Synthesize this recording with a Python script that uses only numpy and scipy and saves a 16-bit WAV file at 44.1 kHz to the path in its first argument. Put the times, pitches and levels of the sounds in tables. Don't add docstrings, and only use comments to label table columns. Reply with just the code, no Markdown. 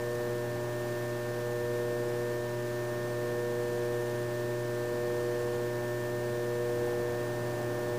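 import sys
import numpy as np
from scipy import signal
from scipy.io import wavfile
from scipy.ndimage import uniform_filter1d

SR = 44100
rng = np.random.default_rng(int(sys.argv[2]) if len(sys.argv) > 2 else 0)


def to_wav(s):
    ch = np.atleast_2d(s).T
    pcm = np.round(np.clip(ch, -1, 1) * 32767)
    wavfile.write(sys.argv[1], SR, pcm.astype(np.int16))


def volts_from_db(level):
    exponent = np.asarray(level, float) / 20
    return 10 ** exponent


N = 352312


def evened(x):
    return x / np.sqrt(np.mean(x ** 2) + 1e-20)


def along(rows):
    rows = np.asarray(rows)
    return np.interp(np.arange(N) / SR, rows[:, 0], rows[:, -1])


def drift(top_hz):
    t = np.arange(0, N + 512, 512) / SR
    rates = np.geomspace(.4, top_hz, num=20)[:, None]
    start = rng.random((20, 1))
    slow = (np.sin(2 * np.pi * (rates * t + start)) / rates ** .2).sum(axis=0)
    return np.interp(np.arange(N) / SR, t, evened(slow))


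def noise(spectrum, patchy_db):
    hz = np.fft.rfftfreq(2048, 1 / SR)
    f, db = np.transpose(spectrum)
    real, imaginary, patches = rng.standard_normal((N // 512 + 5, 1025, 3)).T
    patches = uniform_filter1d(patches, size=10, axis=0)
    patches = evened(uniform_filter1d(patches, size=10, axis=1))
    colour_db = np.interp(np.log(hz + 1), np.log(f + 1), db)[:, None]
    spectra = (real + 1j * imaginary) * volts_from_db(colour_db + patchy_db * patches)
    return evened(signal.istft(spectra, nperseg=2048, noverlap=1536)[1][:N])


def fuzzy(hz, width):
    pole = np.exp(-np.pi * width / SR)
    white = rng.standard_normal(N) + 1j * rng.standard_normal(N)
    flutter = signal.lfilter([1 - pole], [1, -pole], white)
    carrier = np.exp(2j * np.pi * np.cumsum(hz * np.ones(N)) / SR)
    return evened((flutter * carrier).real)


def strain():
    turn_starts = [-1.62, .36, 2.28, 4.0, 5.58, 7.1, 8.62]
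    turns = np.interp(np.arange(N) / SR, turn_starts, np.arange(len(turn_starts)))
    share_of_turn = [0, .17, .42, .64, 1]
    shape = np.interp(turns % 1, share_of_turn, [1, 0, .33, 1, 1])
    return uniform_filter1d(shape, size=3000)


def hum():
    # multiple of the tug, level in dB.
    multiples = [(1, -4), (2, -12), (3, 0), (4, 0), (5, -2), (6, -27), (7, -28), (8, -17), (9, -17),
                 (10, -22), (11, -30), (12, -22), (13, -20), (14, -20), (15, -10.8), (16, -32), (17, -35),
                 (18, -40), (19, -33), (20, -35), (21, -40), (22, -38), (23, -40), (24, -45), (25, -38),
                 (26, -42)]
    flipped = (2, 6, 8, 10, 12, 16, 20)
    # multiple, level at full strain in dB,
    # loss at no strain in dB, gain under the hand in dB, flutter in dB.
    wandering = [(1, -42, -2, -0.24, .6), (3, -39, 1.16, 2, 0.68), (4, -38.5, 9.5, 2.5, .4)]
    # time in seconds, grip (0-1).
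    grip_curve = [
        (0, 0.01),
        (1.35, 0),
        (1.7, 0.8),
        (3.1, 0.46),
        (3.5, 0.93),
        (5.2, 1.1),
        (6.9, 1.1),
        (7.99, .6),
    ]
    tug_hz = 120.02
    turn = 2 * np.pi * tug_hz * np.arange(N) / SR
    slack, grip = 1 - strain(), along(grip_curve)
    answering = {}
    for k, full_db, lost_db, grip_db, flutter_db in wandering:
        answering[round(k)] = full_db - lost_db * slack + grip_db * grip + flutter_db * drift(12)
    out = np.zeros(N)
    for k, db in multiples:
        if k in answering:
            level_db = answering[k]
        else:
            level_db = -38 + db + (.45 if k < 6 else .9) * drift(12)
        lag = .13 * k + .022 * min(k, 5) ** 2 + .06 * drift(2)
        if k > 5:
            lag += rng.normal(0, .6)
        if k == 4:
            lag += .12 * (-41 - level_db)
        sign = 1 if k in flipped else -1
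        out += sign * np.sqrt(2) * volts_from_db(level_db) * np.sin(k * turn - lag)
    return out


def rumble():
    # time in seconds, rumble level in dB.
    load = [
        (0, -53.5),
        (3.8, -54),
        (4.4, -52.5),
        (6.75, -52.5),
        (6.87, -47.5),
        (7.03, -49),
        (7.99, -48),
    ]
    # frequency in Hz, density in dB per Hz.
    belt_colour = [(20, -30.5), (55, -15), (95, 0.5), (200, -4.5), (340, 0), (450, -1.5), (800, -4.5),
                   (1100, -12.5), (2000, -19.5), (4000, -35)]
    # frequency in Hz, width in Hz, level in dB.
    moans = [(214.7, 14, -58), (331.3, 14, -56), (399.3, 20, -59.5), (836, 3, -66), (845, 3, -66),
             (1692, 5.6, -71)]
    load_db = along(load) + 1.25 * drift(6)
    belt_db = .5 * (load_db + 54.5) - 46
    belt = volts_from_db(belt_db) * noise(belt_colour, patchy_db=0.5)
    return belt + sum(volts_from_db(db) * fuzzy(hz, width) for hz, width, db in moans)


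def hiss():
    # frequency in Hz, density in dB per Hz.
    hiss_colour = [(300, -28.5), (1000, 3), (2000, 0.5), (3500, -4), (5500, -5), (7000, -6), (8000, -7),
                   (9000, -31.5)]
    # frequency in Hz, width in Hz, level in dB.
    whine_tones = [(7800, 12, -72), (7860, 30, -73)]
    whine = sum(volts_from_db(db) * fuzzy(hz, width) for hz, width, db in whine_tones)
    return volts_from_db(-54 + .4 * drift(4)) * noise(hiss_colour, patchy_db=0.37) + whine


def bumps():
    # start in seconds, peak level in dB, ring frequency in Hz.
    bump_events = [
        (6.88, -44.5, 743),
    ]
    rise_s, t60_s = .015, .25
    t, out = np.arange(SR // 4) / SR, np.zeros(N)
    for s, db, hz in bump_events:
        ring = fuzzy(hz, width=120.)[:len(t)]
        decay = volts_from_db(db - 60 * t / t60_s)
        out[round(s * SR):][:len(t)] += decay * ring * np.minimum(t / rise_s, 1)
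    return out


def ticks():
    # start in seconds, peak level in dB.
    tick_events = [
        (0.1525, -37),
    ]
    t, out = np.arange(600) / SR, np.zeros(N)
    ring = fuzzy(6000, width=900.)[:600]
    for s, db in tick_events:
        decay = volts_from_db(db - 2 - 60 * t / 0.016)
        out[round(s * SR):][:600] += decay * ring * (1 - np.exp(-t / .001))
    return out


def squeak():
    # time in seconds, frequency in Hz, level in dB.
    glide = [
        (4.04, 2700, -80),
        (4.08, 2900, -63),
        (4.15, 3100, -61),
        (4.19, 3150, -80),
    ]
    hz = along(np.array(glide)[:, :2])
    return volts_from_db(along(glide)) * (fuzzy(hz, width=120) + fuzzy(2 * hz, width=200))


def drone():
    # time in seconds, level in dB.
    approach = [
        (0, -58),
        (2.3, -60),
        (5.9, -60),
        (6.2, -56),
        (7.54, -51),
        (7.99, -55.5),
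    ]
    # frequency in Hz, width in Hz, level in dB.
    partials = [(94.14, 6, -5), (186.8, 5, -4), (281, 5, -1), (679, 14, -6), (751.6, 12, -4.5)]
    level = volts_from_db(along(approach) + 1.5 * drift(4))
    return level * sum(volts_from_db(db) * fuzzy(hz, width) for hz, width, db in partials)


def scene():
    return (hum() + rumble() + hiss() + bumps() + ticks() + squeak() + drone())[None]


def sampled(dry):
    rate, step, uneven, offset = 16000, 1 / 128, .085, .0023
    slip_at, slip_every = 5650, 11024
    slow = signal.resample_poly(dry, up=160, down=441, axis=1, window=("kaiser", 2))
    codes = (slow + offset) / step
    stored = step * np.round(codes + uneven * np.sin(np.pi * codes))
    n = np.arange(N)
    slips = (n + slip_every - slip_at) // slip_every
    held = (n + slips) * rate // SR
    return stored[:, np.minimum(held, stored.shape[1] - 1)]


def band_limit(x):
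    return signal.sosfilt(signal.butter(12, 16270, fs=SR, output="sos"), x)


def record(dry):
    edge = signal.firwin(3071, 15450, window=("kaiser", 11), fs=SR)
    mix = signal.oaconvolve(sampled(dry), edge[None], "same")
    return band_limit(mix)


dry = scene()
out = record(dry)
to_wav(out)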